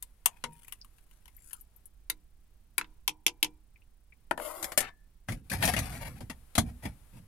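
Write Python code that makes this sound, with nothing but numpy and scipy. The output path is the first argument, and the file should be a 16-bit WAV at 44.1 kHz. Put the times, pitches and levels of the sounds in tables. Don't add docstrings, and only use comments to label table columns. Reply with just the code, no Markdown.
import sys
import numpy as np
from scipy import signal
from scipy.fft import rfft, irfft, next_fast_len
from scipy.io import wavfile
from scipy.ndimage import map_coordinates

SR = 44100
rng = np.random.default_rng(int(sys.argv[2]) if len(sys.argv) > 2 else 0)


def transcribe(signal):
    frames = np.atleast_2d(signal).T
    limited = np.clip(frames, -1, 1)
    pcm = np.round(limited * 32767).astype(np.int16)
    wavfile.write(sys.argv[1], SR, pcm)


N = 320607


def amp(db):
    return 10 ** (np.asarray(db) / 20)


def unit(x):
    return x / np.sqrt(np.mean(x ** 2) + 1e-20)


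def along(points, hz):
    freqs, values = np.transpose(points)
    return np.interp(np.log(hz + 1), np.log(freqs + 1), values)


def colour(points):
    return lambda hz: amp(along(points, hz))


def uneven(depth_db):
    hz = np.linspace(500, 16000, 70)
    return colour(np.column_stack([hz, depth_db * rng.standard_normal(len(hz))]))


def peak(centre_hz, width_hz):
    return lambda hz: 1 / (1 + (2 * (hz - centre_hz) / width_hz) ** 2)


def resonances(modes):
    return lambda hz: np.abs(sum(
        (-1) ** k * amp(db) * 1j * hz * width / (centre ** 2 - hz ** 2 + 1j * hz * width)
        for k, (centre, width, db) in enumerate(modes)))


def wobble(rate):
    points = rng.standard_normal(int(N * rate / SR) + 4)
    return map_coordinates(points, [np.arange(N) * rate / SR])


def push(start, length, attack_s, sag, release):
    t = np.maximum(np.arange(N) / SR - start, 0)
    return np.minimum(t / attack_s, 1) * amp(-sag * t - release * np.maximum(t - length, 0))


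def add(track, s, sound):
    part = track[:, max(round(s * SR), 0):][:, :sound.shape[1]]
    part += sound[:, :part.shape[1]]


def filtered(x, gain):
    size = next_fast_len(x.shape[-1] // 2 + 4096) * 2
    log_gain = np.log(np.maximum(gain(np.fft.rfftfreq(size, 1 / SR)), 1e-6))
    cepstrum = irfft(log_gain, size)
    cepstrum[..., 1:size // 2] *= 2
    cepstrum[..., size // 2 + 1:] = 0
    return irfft(rfft(x, size) * np.exp(rfft(cepstrum)), size)[..., :x.shape[-1]]


# frequency in Hz, likeness from 0 to 1.
LIKENESS = [(200, 0.95), (500, .6), (1200, 0.48), (4000, 0.076)]
# frequency in Hz, left minus right in dB.
SHADE = [(250, -1.5), (550, 9.5), (1000, 5.5), (3000, 8), (7000, 3), (9500, 19.5), (12000, 30.5),
         (15000, 3.5)]

def heard(pair, gain, shade=SHADE):
    size = next_fast_len(pair.shape[-1] + 2048)
    hz = np.fft.rfftfreq(size, 1 / SR)
    turn = np.arccos(np.clip(along(LIKENESS, hz), 0, .999)) / 2
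    mid, side = rfft(pair, size) * [np.cos(turn), np.sin(turn)]
    lean = amp(along(shade, hz))
    ears = np.array([lean * (mid + side), mid - side]) / np.sqrt(1 + lean ** 2)
    return filtered(irfft(ears, size)[:, :pair.shape[-1]], gain)


def noise(tone, shade=SHADE):
    return unit(heard(rng.standard_normal((2, N)), colour(tone), shade))


def grains(rate, spread_db, t60, uneven_db):
    slips = (rng.random(N) < rate / SR) * amp(spread_db * np.clip(rng.standard_normal(N), -2, 2))
    slips *= rng.choice([-1, 1], N)
    out, t = np.zeros((2, N)), np.arange(SR // 12) / SR
    step = round(.08 * SR)
    for start in range(0, N, step):
        burst = rng.standard_normal((2, len(t))) * amp(-60 * t / t60)
        body = unit(filtered(burst, uneven(uneven_db)))
        add(out, start / SR, signal.fftconvolve(slips[None, start:start + step], body, axes=1))
    return unit(out)


# frequency in Hz, seconds to fade by 60 dB.
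CABIN_FADE = [(60, .4), (150, 0.039), (400, 0.15), (1000, 0.081), (3000, 0.065), (8000, 0.072),
              (15000, 0.037)]

def blows(rows, tone, modes, shade, thud_db, clack_db, tick_db, ring_db, clink_db, ping_db,
          burst_t60, room_db, snap_db, rise_s):
    out, t = np.zeros((2, N)), np.arange(SR // 2) / SR
    onset = 1 - np.exp(-t / rise_s)
    bands = [signal.butter(4, edge, kind, fs=SR, output="sos")
             for edge, kind in [(500, "low"), ((500, 7000), "band"), (7000, "high")]]
    for s, clack, thud, tick, ping in rows:
        hz, times, spectrum = signal.stft(rng.standard_normal((2, len(t))), SR, nperseg=128)
        room_fade = amp(room_db - 60 * times / along(CABIN_FADE, hz)[:, None])
        room = signal.istft(spectrum * room_fade, SR, nperseg=128)[1][:, :len(t)]
        burst_fade = amp(-60 * t / burst_t60) + amp(snap_db - 60 * t / 0.02)
        burst = rng.standard_normal((2, len(t))) * burst_fade
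        others, favoured = uneven(depth_db=3.5), peak(ping, .16 * ping)
        spot_tone = lambda f: colour(tone)(f) * others(f) * amp(ping_db * favoured(f))
        hit = heard((burst + room) * onset, spot_tone, shade)
        for band, level in zip(bands, amp([thud + thud_db, clack + clack_db, tick + tick_db])):
            part = signal.sosfilt(band, hit)
            add(out, s, level * part / np.sqrt(np.mean(part[:, :SR // 50] ** 2)))
        for f, db, t60 in modes:
            drive = thud + ring_db if f < 2550 else clink_db + (clack if f < 7000 else tick)
            fade = amp(drive + db + rng.normal(0, 2.4) - 60 * t / t60)
            lean = amp(along(shade, f))
            pan = np.array([[lean], [1]]) / np.hypot(lean, 1)
            phase = np.arccos(np.clip(along(LIKENESS, f), 0, 1)) * rng.standard_normal((2, 1)) / 2
            pitch = f * (1 + 0.0035 * rng.standard_normal())
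            add(out, s, onset * fade * pan * np.sin(2 * np.pi * pitch * t + phase))
    return out


# frequency in Hz, relative level in dB.
CABIN_TONE = [(22, -12.5), (45, -12.5), (80, -24.5), (123, -31.5), (198, -36), (527, -47.5), (1330, -51.5),
              (5680, -56.5), (16000, -58.5)]
# frequency in Hz, left minus right in dB.
BACKGROUND_SHADE = [(60, -5.5), (500, -3), (5000, 0), (15000, 15)]

def cabin():
    return amp(-58 + 0.75 * wobble(5.5)) * noise(CABIN_TONE, BACKGROUND_SHADE)


# frequency in Hz, relative level in dB.
BUZZ_TONE = [(6500, -23), (8000, 1), (10000, 4), (12000, -1.5), (14500, 1)]

def buzz():
    pulses = np.clip(2 * np.sin(2 * np.pi * 30 * np.arange(N) / SR), 0, 1)
    return amp(-75) * pulses * noise(BUZZ_TONE, BACKGROUND_SHADE)


# start in seconds, length in seconds, level in dB.
HISS_STRETCHES = [(0, 1.8, -74.5), (5.435, 1.84, -67.5)]
# frequency in Hz, relative level in dB.
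HISS_TONE = [(200, 0.5), (900, -0.5), (2200, -3.5), (6000, -10.5), (11000, -1), (16000, -12.5)]

def wavering_hiss():
    level = sum(amp(db) * push(s, length, attack_s=0.012, sag=0, release=102)
                for s, length, db in HISS_STRETCHES)
    return level * amp(1.7 * wobble(13)) * noise(HISS_TONE)


# start in seconds, strength in dB, hardness in dB, ping in Hz.
BUMPS = [(0.025, -44.5, 11.5, 4450), (0.2581, -17, 3, 2890), (0.439, -24, -15.5, 2090),
         (0.681, -45.5, 1.5, 2530), (0.723, -37.5, 3, 1920), (0.846, -51.5, 0, 1210),
         (0.983, -57.5, -8, 1500), (1.111, -57, -2.5, 2920), (1.256, -50.5, -5.5, 1550),
         (1.279, -49, -4, 2180), (1.508, -49, -5, 1740), (1.531, -42, 10, 9850)]
# frequency in Hz, relative level in dB.
BUMP_TONE = [(82, -39), (140, -7.5), (330, -29), (480, -19), (550, -25.5), (840, -16), (975, -6),
             (1150, -13), (1650, -16), (2030, -10.5), (2380, -13.5), (2880, -7.5), (3600, -14),
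             (4970, -20.5), (7600, -17.5), (10100, -8.5), (12400, -7.5), (16000, -22)]
# pitch in Hz, relative level in dB, seconds to fade by 60 dB.
WALL_NOTES = [(160, -1, 0.17), (492, -5, 0.15), (936, -4.5, 0.35), (2860, -11.5, 0.03), (7100, -12.5, 0.04),
              (10500, -13, .05)]

def spoon_bumps():
    contacts = [(s, db, db - 39.5 - 1.394 * hard, db + hard, ping) for s, db, hard, ping in BUMPS]
    return blows(contacts, BUMP_TONE, WALL_NOTES, SHADE, thud_db=-3, clack_db=-11, tick_db=-8,
                 ring_db=5.5, clink_db=-3.5, ping_db=10.5,
                 burst_t60=0.015, room_db=-1.5, snap_db=0.5, rise_s=0.00041)


# fastest moment in seconds, half width in seconds, fizz in dB, slurp in dB.
STROKES = [(.38, 0.074, -71, -65.5), (0.64, 0.12, -63.5, -68.5), (1.148, 0.26, -73.5, -83.5),
           (1.5, 0.1, -59.5, -74.5)]
# frequency in Hz, relative level in dB.
FIZZ_TONE = [(3000, -36.5), (5000, -15.5), (8000, -9.5), (11000, -4.5), (16000, -18)]

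def stew():
    t = np.arange(N) / SR
    fizz, slurp = sum(amp([[fizz_db], [slurp_db]]) * np.exp(-((t - s) / width) ** 2)
                      for s, width, fizz_db, slurp_db in STROKES)
    crackle = grains(rate=180, spread_db=4, t60=.035, uneven_db=4)
    return fizz * unit(heard(crackle, colour(FIZZ_TONE))) + slurp * unit(heard(crackle, peak(2400, 1700)))


# start in seconds, relative level in dB, pitch in Hz.
BUBBLES = [(0.53, -51.5, 9530), (0.8135, -46.5, 5060), (1.366, -45, 12700), (1.378, -64.5, 2150),
           (1.411, -72, 2120), (1.461, -60.5, 10000), (1.548, -62, 1440), (1.573, -69.5, 1320),
           (1.61, -44.5, 11600), (1.762, -52, 12500), (1.856, -43, 10870), (3.7586, -59.5, 2295),
           (3.819, -65, 2620), (4.122, -55, 2306)]

def bubbles():
    out, t = np.zeros((2, N)), np.arange(SR // 8) / SR
    for s, db, pitch in BUBBLES:
        burst = rng.standard_normal((2, len(t))) * amp(-60 * t / 0.053)
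        pop = heard(burst, peak(pitch, .18 * pitch))
        add(out, s, amp(db + 8.5) * pop / np.abs(pop).max())
    return out


# pitch in Hz, relative level in dB, seconds to fade by 60 dB.
RIM_NOTES = [(310, -7, 0.33), (340, -9.5, .2), (476, -13, 0.2), (904, -13, 0.13), (990, -12, 0.25),
             (2360, -24.5, 0.28), (2630, -9.5, 0.051), (3250, -15.5, 0.045), (10800, -9, 0.035)]
# frequency in Hz, left minus right in dB.
RIM_SHADE = [(150, -14.5), (550, 7.5), (1000, 1), (3000, 1), (7000, -1), (9500, 17.5), (12000, 22.5),
             (15000, 13)]

def rim(contacts, tone, ping_db):
    return blows(contacts, tone, RIM_NOTES, RIM_SHADE, thud_db=-4, clack_db=-12.5, tick_db=-10,
                 ring_db=6.5, clink_db=-2.5, ping_db=ping_db,
                 burst_t60=0.019, room_db=-5.5, snap_db=-7, rise_s=0.000061)


# start in seconds, strength in dB, hardness in dB, ping in Hz.
SLAPS = [(2.099, -23.5, 2, 3750), (2.7805, -17, -1, 985), (2.812, -25.5, -25, 980),
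         (2.844, -43.5, -32, 985)]
# frequency in Hz, relative level in dB.
SLAP_TONE = [(100, -21.5), (340, -9.5), (620, -21), (960, -4), (1300, 0), (2450, 2.5), (3100, -6.5),
             (3750, -3.5), (5500, -14), (9500, -18), (10900, -3.5), (16000, -25.5)]

def spoon_slaps():
    contacts = [(s, db, db - 31, db + hard, ping) for s, db, hard, ping in SLAPS]
    return rim(contacts, SLAP_TONE, ping_db=9)


# start in seconds, strength in dB, hardness in dB, ping in Hz,
# seconds between bounces.
RAPS = [(3.078, -16.5, -4, 2650, 0.014), (3.265, -13, -4.5, 3250, 0.015), (3.428, -13.5, -3.5, 3250, 0.017)]
# frequency in Hz, relative level in dB.
RAP_TONE = [(59, -53), (120, -14), (230, -17), (320, -10.5), (600, -20.5), (920, 0.5), (1200, -10.5),
            (1750, -11), (2150, -2), (2580, 0), (3320, 2), (3900, -5), (5800, -7), (7940, -13.5),
            (10000, -8), (12400, -7.5), (15000, -26)]

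def spoon_raps():
    loss_db, dull_db, bounce_hz = 10, 6, 2657
    contacts = []
    for s, db, hard, ping, flight in RAPS:
        for k in range(3):
            strength = db - loss_db * k * (k + 1) / 2
            tick = strength + hard - dull_db * k
            contacts.append((s + k * flight, strength, strength - 30.5, tick, bounce_hz if k else ping))
    return rim(contacts, RAP_TONE, ping_db=5)


# start in seconds, strength in dB, hardness in dB, ping in Hz.
LANDINGS = [(4.31, -19, -23.5, 1440), (4.376, -32, -17.5, 970), (4.398, -34, -24, 980)]
CATCHES = [(4.627, -35.5, 1, 2520), (4.642, -33.5, -1, 1850), (4.719, -35, -8.5, 1900)]
DROPS = [(4.7755, -20.5, 0.5, 1790), (4.804, -30.5, 0, 2400)]
# frequency in Hz, relative level in dB.
LANDING_TONE = [(59, -23), (340, 2.5), (433, -7.5), (760, 5), (970, 9), (1130, 2.5), (1800, 10), (2100, -2),
                (2600, -1.5), (3100, -7), (6420, -25.5), (11200, -15.5), (16000, -38.5)]
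SEAT_TONE = [(80, 3), (400, -6), (600, 4), (790, 6), (920, -1), (1600, 4.5), (2400, 2.5), (3600, -2.5),
             (6000, -12), (11200, -11), (13000, -12), (15000, -33)]
# pitch in Hz, relative level in dB, seconds to fade by 60 dB.
LID_NOTES = [(608, -16, 0.15), (780, -12, 0.091), (1776, -21, 0.37), (1723, -26, 0.4)]

def lid_knocks():
    held_db, free_db = -5.5, 13.5
    out = np.zeros((2, N))
    for rows, tone, ring_db, t60 in [(LANDINGS, LANDING_TONE, held_db, 0.021),
                                     (CATCHES, SEAT_TONE, held_db, 0.074),
                                     (DROPS, SEAT_TONE, free_db, 0.074)]:
        contacts = [(s, db, db - 9.5, db + hard, ping) for s, db, hard, ping in rows]
        out += blows(contacts, tone, LID_NOTES, SHADE, thud_db=-8, clack_db=-8, tick_db=-1.5,
                     ring_db=ring_db, clink_db=0, ping_db=3.5,
                     burst_t60=t60, room_db=-10.5, snap_db=-12, rise_s=0.0004)
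    return out


# pitch in Hz, width in Hz, relative level in dB.
GRIND_PEAKS = [(329, 26, 4.5), (483, 38, 4.5), (590, 46, 9.5), (800, 200, 1), (970, 92, 4), (1136, 150, 1),
               (1410, 140, -1), (1590, 85, -9), (1880, 120, -9), (2100, 250, -6)]
RASP_PEAKS = [(2550, 540, -3), (3400, 860, -7.5), (4800, 500, -7.5), (7030, 300, -3), (8650, 130, -1.5),
              (9600, 170, 0.5), (10800, 620, 4), (13300, 400, 0)]

def lid_scrape():
    slips = grains(rate=1200, spread_db=2.5, t60=0.044, uneven_db=1)
    rub = lambda tone: unit(heard(slips, tone))
    grind = rub(lambda hz: resonances(GRIND_PEAKS)(hz) * hz ** 4 / (hz ** 4 + 230 ** 4))
    grind *= amp(-40.5) * push(4.376, 0.31, attack_s=0.029, sag=15.5, release=129)
    rasp = rub(lambda hz: resonances(RASP_PEAKS)(hz) + amp(-24.5))
    rasp *= amp(-39) * push(4.376, 0.31, attack_s=0.072, sag=44, release=129)
    chatter = rub(lambda hz: colour(SEAT_TONE)(hz) / np.hypot(1, hz / 2800))
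    chatter *= amp(-34) * push(DROPS[-1][0], 0.085, attack_s=0.012, sag=141.5, release=700)
    return grind + rasp + chatter


# start in seconds, length in seconds, runners in dB, rumble in dB.
SLIDES = [(5.278, 0.028, -39, -31.5), (5.504, 0.037, -32.5, -34), (5.572, 0.5, -40, -36.5),
          (5.607, 0.085, -29, -37.5), (5.762, 0.013, -28.5, -31), (6.042, 0.19, -55.5, -44.5),
          (6.626, 0.073, -57, -56), (6.821, 0.032, -43, -39.5), (7.124, 0.049, -56, -45)]
# frequency in Hz, relative level in dB.
RUNNER_TONE = [(180, -15), (398, -14.5), (690, -3.5), (900, -3.5), (1030, -11.5), (1300, -11), (2050, -7.5),
               (2300, -7), (2900, -14), (3250, -16), (4670, -16.5), (7320, -20.5), (10700, -11),
               (16000, -30)]

def drawer_runners():
    rubs = [amp(db) * push(s, length, attack_s=0.034, sag=14, release=339) for s, length, db, _ in SLIDES]
    judder = amp(2 * wobble(45))
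    slips = grains(rate=700, spread_db=0.5, t60=0.048, uneven_db=1.5)
    return np.linalg.norm(rubs, axis=0) * judder * unit(heard(slips, colour(RUNNER_TONE)))


# start in seconds, relative clack, thud and tick in dB, ping in Hz.
KNOCKS = [(5.285, -36, -43, -47, 915), (5.319, -44.5, -40.5, -44.5, 2120), (5.498, -45, -52, -38.5, 2400),
          (5.515, -34.5, -36, -38, 1740), (5.624, -29, -37, -32, 1920), (5.652, -43, -33, -26, 656),
          (5.675, -32, -38, -31.5, 670), (5.736, -30.5, -29.5, -35.5, 1880), (5.764, -30.5, -38, -36, 2800),
          (5.788, -38, -42, -31.5, 1940), (6.205, -53.5, -40.5, -52.5, 920), (6.298, -40.5, -41, -44, 920),
          (6.552, -38.5, -48, -32, 1300), (6.579, -25.5, -20, -22.5, 240), (6.853, -39.5, -35, -48.5, 880)]
# frequency in Hz, relative level in dB.
KNOCK_TONE = [(45, -15.5), (70, -3), (245, 4.5), (320, -2.5), (430, -11.5), (670, -1), (1400, -2.5),
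              (2010, 2), (2850, -4), (3400, -7), (7600, -31.5), (10900, -26), (16000, -49)]
RUMBLE_TONE = [(21, -29), (35, 0.5), (70, 1), (107, 2), (208, -8.5), (258, -10.5), (400, -29), (520, -20.5),
               (880, -120)]
# pitch in Hz, relative level in dB, seconds to fade by 60 dB.
KNOCK_NOTES = [(64.3, -15, 0.85), (147, -12.5, 0.12), (170, -1, 0.07), (245.3, 1.5, 0.081),
               (648, -22, 0.13), (1790, -28, 0.14)]

def cabinet():
    knocks = blows(KNOCKS, KNOCK_TONE, KNOCK_NOTES, SHADE, thud_db=-5.5, clack_db=-2, tick_db=-2.5,
                   ring_db=3, clink_db=0, ping_db=11,
                   burst_t60=0.08, room_db=-7.5, snap_db=-15, rise_s=0.0011)
    shakes = [amp(db) * push(s, length, attack_s=0.034, sag=14, release=154)
              for s, length, _, db in SLIDES]
    booms = [amp(thud - 8) * push(s, 0, attack_s=0.0099, sag=0, release=142)
             for s, _, thud, _, _ in KNOCKS]
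    shaking = np.linalg.norm(shakes + booms, axis=0)
    return knocks + shaking * noise(RUMBLE_TONE)


def scene():
    cooking = spoon_bumps() + stew() + spoon_slaps() + spoon_raps() + bubbles()
    lid = lid_knocks() + lid_scrape()
    drawer = cabinet() + drawer_runners()
    return cooking + lid + drawer + wavering_hiss() + cabin() + buzz()


def record(dry):
    size = next_fast_len(N + SR // 2)
    hz = np.fft.rfftfreq(size, 1 / SR)
    return irfft(rfft(dry, size) / (1 + (hz / 16000) ** 120), size)[:, :N]


dry = scene()
out = record(dry)
transcribe(out)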